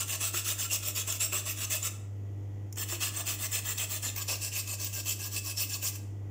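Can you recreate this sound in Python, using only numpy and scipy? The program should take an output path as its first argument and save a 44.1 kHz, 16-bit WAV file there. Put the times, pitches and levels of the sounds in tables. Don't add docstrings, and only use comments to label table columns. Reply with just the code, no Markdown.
import sys
import numpy as np
from scipy import signal
from scipy.fft import rfft, irfft, next_fast_len
from scipy.io import wavfile
from scipy.ndimage import uniform_filter1d

SR = 44100
rng = np.random.default_rng(int(sys.argv[2]) if len(sys.argv) > 2 else 0)


def file_out(sig):
    cols = np.atleast_2d(sig).T
    lim = np.clip(cols, -1, 1)
    pcm = np.round(lim * 32767).astype(np.int16)
    wavfile.write(sys.argv[1], SR, pcm)


def boost_factor(decibels):
    exponent = np.asarray(decibels, float) / 20
    return 10 ** exponent


N = 277830

# (start [s], length [s], bite [dB], lean from start
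# to end [dB])
RUBBING_STROKES = [(0.0, 0.043, -31, -9.5), (.073, 0.088, -32.5, 1.5), (.201, 0.092, -28.5, -2.5),
                   (.334, 0.077, -28.5, -2), (.442, 0.086, -28, 3), (.579, 0.081, -31.7, 1),
                   (.702, 0.068, -26, 1), (.823, 0.084, -33, 1.4), (.947, 0.074, -29, 0.5),
                   (1.072, 0.1, -35.5, -5.5), (1.198, 0.069, -27, -3), (1.32, 0.084, -31, -2),
                   (1.453, 0.072, -33.5, 0.5), (1.568, 0.081, -34, 3.5), (1.7, 0.08, -29.5, -3.5),
                   (1.818, 0.062, -31.5, 4.5),
                   (2.765, 0.071, -35, 4), (2.883, 0.076, -34.5, 0.2), (3.002, 0.089, -29, -3),
                  (3.133, 0.081, -36.5, 4.5), (3.261, 0.092, -30.5, -5), (3.384, 0.08, -35, 4),
                  (3.512, 0.085, -29, -1), (3.643, .084, -34, 3.5), (3.775, 0.076, -30, -2),
                  (3.892, 0.084, -34, 1), (4.024, 0.077, -32.5, -1.5), (4.159, 0.067, -40.5, -0.5),
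                  (4.278, .085, -31.5, -5), (4.408, .078, -33.5, .1), (4.521, 0.087, -29.5, 3.5),
                  (4.67, 0.078, -36.5, 1.5), (4.79, 0.086, -35, 1.5), (4.924, 0.085, -36, 2.5),
                  (5.054, 0.079, -30, 0.5), (5.19, 0.085, -38.5, 1), (5.313, 0.076, -35, 4.5),
                  (5.438, .08, -37.5, 6), (5.568, 0.076, -28.5, 0.5), (5.694, 0.072, -34.5, 2.5),
                  (5.818, 0.078, -30, 0.5), (5.948, 0.018, -41, -2)]
STROKES = RUBBING_STROKES
# (time [s], frequency [Hz], level [dB])
BOWL_KNOCKS = [
    (.339, 351, -39),
    (1.322, 372, -41),
    (1.33, 589, -44),
    (2.771, 339, -47.5),
    (2.921, 347, -42),
    (4.06, 259, -48),
    (4.285, 582, -46),
]


def unit(x):
    return x / np.sqrt(np.mean(x ** 2) + 1e-20)


def along(points, hz):
    f, v = np.transpose(points)
    return np.interp(np.log(hz + 1), np.log(f + 1), v)


def coloured(x, spectrum):
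    m = next_fast_len(N + 8192)
    gain = boost_factor(along(spectrum, np.fft.rfftfreq(m, 1 / SR)))
    return irfft(rfft(x, m) * gain, m)[:N]


def resonate(x, hz, width_hz):
    b, a = signal.iirpeak(min(hz, SR / 2.2), hz / max(width_hz, 1), SR)
    return signal.lfilter(b, a, x)


def wobble(rate):
    knots = rng.standard_normal(int(N * rate / SR) + 2)
    return np.interp(np.arange(N) * rate / SR, np.arange(len(knots)), knots)


def patchy(x, patchy_db):
    z = signal.stft(x, nperseg=256)[2]
    across_hz = uniform_filter1d(rng.standard_normal(z.shape), 4, 0)
    field = uniform_filter1d(across_hz, 7, 1)
    return signal.istft(z * boost_factor(patchy_db * unit(field)), nperseg=256)[1][:N]


def air():
    # (frequency [Hz], density [dB per Hz])
    hiss_spectrum = [(600, -2), (900, -5), (1300, -9.5), (1650, -13), (1980, -13), (2250, -13), (3300, -14),
                     (3900, -26.5), (6800, -13.5), (8800, -28), (14200, -23), (14900, -22), (15700, -31)]
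    return boost_factor(-63.5) * unit(coloured(rng.standard_normal(N), hiss_spectrum))


def fridge():
    mains_hum_hz, hum_db = 100.045, -38
    shaft_hz, shaft_angle = 49.24, -.23
    # (frequency [Hz], width [Hz], level under the hum [dB])
    motor_tones = [(48.3, 6.6, -25.5), (200.3, 0.91, -29.5), (309.4, 2.8, -21), (302, 46, -23),
                   (2010, 130, -38.5)]
    # (multiple of the shaft, level under the hum [dB])
    shaft_orders = [(1, -29), (2, -26), (3, -27.5), (4, -30.5), (6, -26), (8, -29), (9, -32), (10, -28.5),
                    (12, -34), (14, -35), (17, -39), (39, -41), (40, -41)]
    # (frequency [Hz], density [dB per Hz])
    rumble_spectrum = [(71, -37.5), (120, -4), (129, -14), (301, -10.5), (495, -19.5), (555, -24.5),
                       (857, -27), (1500, -62), (1950, -82), (3300, -120)]
    # (frequency [Hz], density [dB per Hz])
    deep_spectrum = [(20, -12), (40, -11), (60, -11), (80, -7), (120, -9), (140, -9), (200, -63)]
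    t = np.arange(N) / SR
    hum = np.sqrt(2) * np.cos(2 * np.pi * mains_hum_hz * t + 2.1)
    motor = np.zeros(N)
    for hz, width_hz, db in motor_tones:
        motor += boost_factor(db) * unit(resonate(rng.standard_normal(N), hz, width_hz))
    shaft_phase = 2 * np.pi * shaft_hz * t + shaft_angle
    for order, db in shaft_orders:
        motor += np.sqrt(2) * boost_factor(db) * np.cos(order * shaft_phase)
    rumble = boost_factor(-17) * unit(coloured(rng.standard_normal(N), rumble_spectrum))
    deep = boost_factor(-21) * unit(coloured(rng.standard_normal(N), deep_spectrum))
    return boost_factor(hum_db) * (hum + motor + rumble + deep)


def ducking(bite):
    knee_db, squeeze = -41.5, 0.47
    recover_s, ahead_s = 0.15, .12
    keep, ahead = np.exp(-1 / (recover_s * SR)), round(ahead_s * SR)
    coming = np.pad(bite ** 2, (0, ahead))
    power = signal.lfilter([1 - keep], [1, -keep], coming, zi=[np.mean(bite[:SR] ** 2)])[0][ahead:]
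    return (1 + power / boost_factor(2 * knee_db)) ** (-squeeze / 2)


def kitchen(x):
    # (frequency [Hz], decay time t60 [s])
    decay_times = [(300, 0.81), (1500, 0.65), (4000, 0.45), (9000, 0.43), (15000, 0.31)]
    out, step = np.zeros(N + SR), SR // 4
    for a in range(0, N, step):
        hz, t, z = signal.stft(rng.standard_normal(3 * step), SR, nperseg=256)
        decay = boost_factor(-60 * t / along(decay_times, hz)[:, None])
        tail = signal.istft(z * decay, SR, nperseg=256)[1]
        echo = signal.fftconvolve(x[a:a + step], tail / np.linalg.norm(tail))[:SR - 300]
        out[a + 250:][:len(echo)] += echo
    return out[:N]


def contacts():
    # (time [s], peak level [dB])
    touches = [
        (2.7263, -32),
        (2.7581, -38),
    ]
    # (frequency [Hz], gain [dB])
    tick_spectrum = [(1500, -16), (4500, -22), (5200, -4), (7500, 2), (8500, -14), (10500, -11),
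                     (12000, -18), (15000, -8)]
    ticks, knocks, t = np.zeros(N), np.zeros(N), np.arange(SR // 8) / SR
    for s, db in touches:
        ticks[round(s * SR):][:len(t)] += boost_factor(db + 3.5 - 60 * t / 0.024) * rng.standard_normal(len(t))
    for s, hz, db in BOWL_KNOCKS:
        onset = 1 - np.exp(-t / 0.0014)
        knocks[round(s * SR):][:len(t)] += boost_factor(db - 60 * t / 0.18) * onset * np.sin(2 * np.pi * hz * t)
    return coloured(ticks, tick_spectrum) + knocks


def pressure(rise=0.018, fall=0.02, drag_db=-52, snag=0.0019):
    # (time [s], extra bite [dB])
    snags = [(.251, -33), (.626, -33), (.885, -26), (1.077, -34), (1.125, -18), (2.784, -29), (2.837, -27),
             (3.339, -32), (4.163, -22.5), (4.186, -28), (4.22, -27), (4.227, -28), (4.449, -28),
             (4.847, -30), (4.93, -33), (5.002, -37), (5.11, -27), (5.366, -18), (5.5, -39), (5.697, -28),
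             (5.745, -27), (5.884, -29)]
    # (from [s], level [dB])
    weights = [
        (0, -12.5),
        (2.3, -12.5),
        (4.35, -17.5),
    ]
    usual_db, weight_shrinks = -32, 0.59
    arch_db, arch_grows = 3.5, 0.61
    creep, grab_s = .62, .003
    slip_db, slip_spread_db = -36.5, 6
    time = np.arange(N) / SR
    bite, weight = np.zeros(N), np.zeros(N)
    slips = []
    for s, length, bite_db, lean_db in STROKES:
        u, v = rng.random(2)
        slips.append((s + u * length, slip_db + slip_spread_db * (2 * v - 1)))
        near = slice(max(round(s * SR) - SR // 20, 0), round(s * SR) + SR // 5)
        t = time[near]
        harder_db = bite_db - usual_db
        ends_db = bite_db - arch_db - arch_grows * harder_db
        arc_times = [s + 0.06 * length, s + length / 2, s + 1.03 * length]
        arc = boost_factor(np.interp(t, arc_times, [ends_db - lean_db, bite_db, ends_db + lean_db]))
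        fade = np.minimum((t - s) / rise + 0.48, (s + length - t) / fall + 0.66)
        arc = arc * np.clip(fade, 0, 1) * np.where(t < s + grab_s, creep, 1)
        grip_db = [db for start, db in weights if start <= s][-1]
        low_db = grip_db - weight_shrinks * harder_db
        low_db = low_db - 2 * np.clip((t - s) / length - .5, -1, 1)
        bite[near] += arc
        weight[near] += arc * boost_factor(low_db)
    for s, db in snags + slips:
        near = slice(max(round(s * SR) - 800, 0), round(s * SR) + 800)
        bite[near] += boost_factor(db - 11.0) * np.exp(-((time[near] - s) / snag) ** 2 / 2)
    touching = (time < 1.88) | ((time > 2.78) & (time < 5.95))
    return bite + boost_factor(drag_db) * touching, weight


def crumbs(density, spread_db, hiss):
    sizes = rng.standard_normal(N) * boost_factor(spread_db * rng.standard_normal(N))
    catches = (rng.random(N) < density / SR) * sizes
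    return unit(unit(catches) + hiss * rng.standard_normal(N))


def sings(spread=0.0068, width_hz=85):
    # (time [s], frequency [Hz], level [dB])
    loud_sings = [(.257, 8040, -36), (.61, 7000, -40.5), (1.257, 14990, -40), (1.331, 2650, -41),
                  (1.36, 8070, -39), (1.653, 6240, -42), (3.039, 2850, -40), (3.172, 8180, -40),
                  (3.425, 8150, -38.5), (4.184, 2550, -41.5), (4.303, 2630, -38), (4.846, 14990, -40),
                  (5.097, 7350, -48), (5.579, 5410, -38.5), (5.743, 5520, -36.5)]
    bellies_hz, belly_db = [2750, 7160, 7870, 14600], -13
    out, t = np.zeros(N + SR), np.arange(-2000, 2000) / SR
    passing = []
    for s, length, bite_db, _ in STROKES:
        u, v, w = rng.random(3)
        hz = bellies_hz[int(v * len(bellies_hz))] * (1 + 0.039 * (w - .5))
        passing.append((s + u * length, hz, bite_db + belly_db))
    for s, hz, db in loud_sings + passing:
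        tone = unit(resonate(rng.standard_normal(3 * len(t)), hz, width_hz)[-len(t):])
        out[round(s * SR):][:len(t)] += boost_factor(db + 3) * np.exp(-(t / spread) ** 2 / 2) * tone
    return out[2000:N + 2000]


def ringing(drive, part, detune, swell_db):
    # (frequency [Hz], width [Hz], level [dB])
    flat_sheet = [(2643, 226, -3.5), (2940, 46, 2.5), (3330, 130, -7), (3725, 74, 0.5), (4060, 140, -12),
                  (5445, 97, 2), (5760, 190, -8.5), (6320, 350, 3.5), (7190, 130, 4), (7520, 180, 6.5),
                  (8125, 150, 1.5), (8040, 52, 7), (10200, 380, -6.5), (13350, 170, 2), (15140, 610, -3.5)]
    loose_sheet = [(2610, 113, 0), (3306, 130, 0), (3593, 67, -3), (4090, 64, -2), (4300, 64, -7.5),
                   (5390, 64, 2.5), (6170, 88, -3.5), (7220, 104, 8), (8160, 170, -1.5), (10430, 190, -2.5),
                   (13030, 110, -3), (13120, 180, -12), (13600, 300, -14), (15500, 550, 4.5)]
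    tilted_sheet = [(2622, 61, -2.5), (3200, 60, -49), (4336, 40, -8), (5470, 490, -1), (6190, 150, -3),
                    (7140, 87, 6), (7770, 140, -5.5), (8110, 110, 1.5), (10230, 320, -11),
                    (11500, 110, -12), (12600, 85, -9), (13300, 170, -2.5), (13800, 230, -25),
                    (14800, 290, 2)]
    # (frequency [Hz], width [Hz], level [dB])
    flat_frame = [(342, 29, -21), (630, 61, 0.5), (1090, 96, -2), (1332, 54, 3), (1700, 200, -7),
                  (2064, 220, -3.5)]
    loose_frame = [(345, 39, -13), (642, 59, 1.5), (1184, 213, -3), (1610, 110, -4), (1722, 72, 1.5),
                   (2046, 106, 1.5)]
    tilted_frame = [(370, 40, -9), (578, 94, 5.5), (1120, 116, 5), (1350, 24, -14), (1629, 35, 6.5),
                    (2070, 12, 8)]
    holds = [(0, flat_sheet, flat_frame), (2.3, loose_sheet, loose_frame), (4.13, tilted_sheet, tilted_frame)]
    out = np.zeros(N + SR)
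    edges = [round(max(row[0] - .01, 0) * SR) for row in STROKES] + [N]
    for a, b in zip(edges, edges[1:]):
        modes = [hold[part] for hold in holds if hold[0] * SR <= a][-1]
        norm = np.sqrt(sum(boost_factor(2 * db) * width for hz, width, db in modes) * np.pi / SR)
        stroke = np.pad(drive[a:b], (0, SR // 8))
        swell_at = np.arange(len(stroke)) * 30 / SR
        for k, (hz, width, db) in enumerate(modes):
            knots = np.clip(rng.standard_normal(40), -2.5, 1.4)
            swell = boost_factor(db + swell_db * np.interp(swell_at, np.arange(39), knots[1:]))
            tone = resonate(stroke * swell / norm, hz * (1 + detune * knots[0]), width)
            out[a:][:len(stroke)] += (-1) ** k * tone
    return out[:N]


def grater(bite, weight):
    # (frequency [Hz], density [dB per Hz])
    rasp_spectrum = [(880, -40), (1500, -25), (1720, -19.5), (2290, -10.5), (2600, -5), (3970, -9.5),
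                     (6630, -3), (7240, 1.5), (8310, -2.5), (9440, -13), (11600, -11.5), (14800, -6.5),
                     (15800, -12)]
    # (frequency [Hz], gain [dB])
    thud_spectrum = [(200, -27), (400, 5), (1000, -8), (2000, -4), (3000, -2), (5000, -54)]
    teeth = crumbs(density=6000, spread_db=0.0, hiss=1.0) * boost_factor(0.56 * wobble(250))
    rasp = coloured(bite * teeth, rasp_spectrum) / np.std(coloured(teeth, rasp_spectrum))
    rasp = patchy(rasp, patchy_db=4.0)
    sheet = ringing(bite * teeth, part=1, detune=.011, swell_db=3.8)
    push = weight * crumbs(density=3300, spread_db=1.5, hiss=0.96)
    for s, hz, db in BOWL_KNOCKS:
        push[round(s * SR):][:SR // 100] += boost_factor(db + 4) * rng.standard_normal(SR // 100)
    frame = ringing(push, part=2, detune=0.016, swell_db=4.5)
    thud = coloured(push, thud_spectrum) / np.std(coloured(teeth, thud_spectrum))
    return boost_factor(-2.5) * sheet + boost_factor(-7) * rasp + boost_factor(-2.5) * frame + boost_factor(-10.0) * thud + sings()


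def scene():
    # (frequency [Hz], gain [dB])
    roll_off = [(15100, 0), (15350, -7), (15730, -5)]
    bite, weight = pressure()
    near = coloured(grater(bite, weight) + contacts(), roll_off)
    return (near + boost_factor(-8.5) * kitchen(near) + ducking(bite) * fridge() + air())[None]


def top_cut(x):
    return signal.sosfilt(signal.butter(12, 15900, fs=SR, output="sos"), x)


def record(dry):
    # (frequency [Hz], gain [dB])
    microphone = [(15740, 0), (15870, -70)]
    limit = .19
    soft = dry[0] / (1 + np.abs(dry[0] / limit) ** 4) ** .25
    return top_cut(coloured(soft, microphone)[None])


dry = scene()
out = record(dry)
file_out(out)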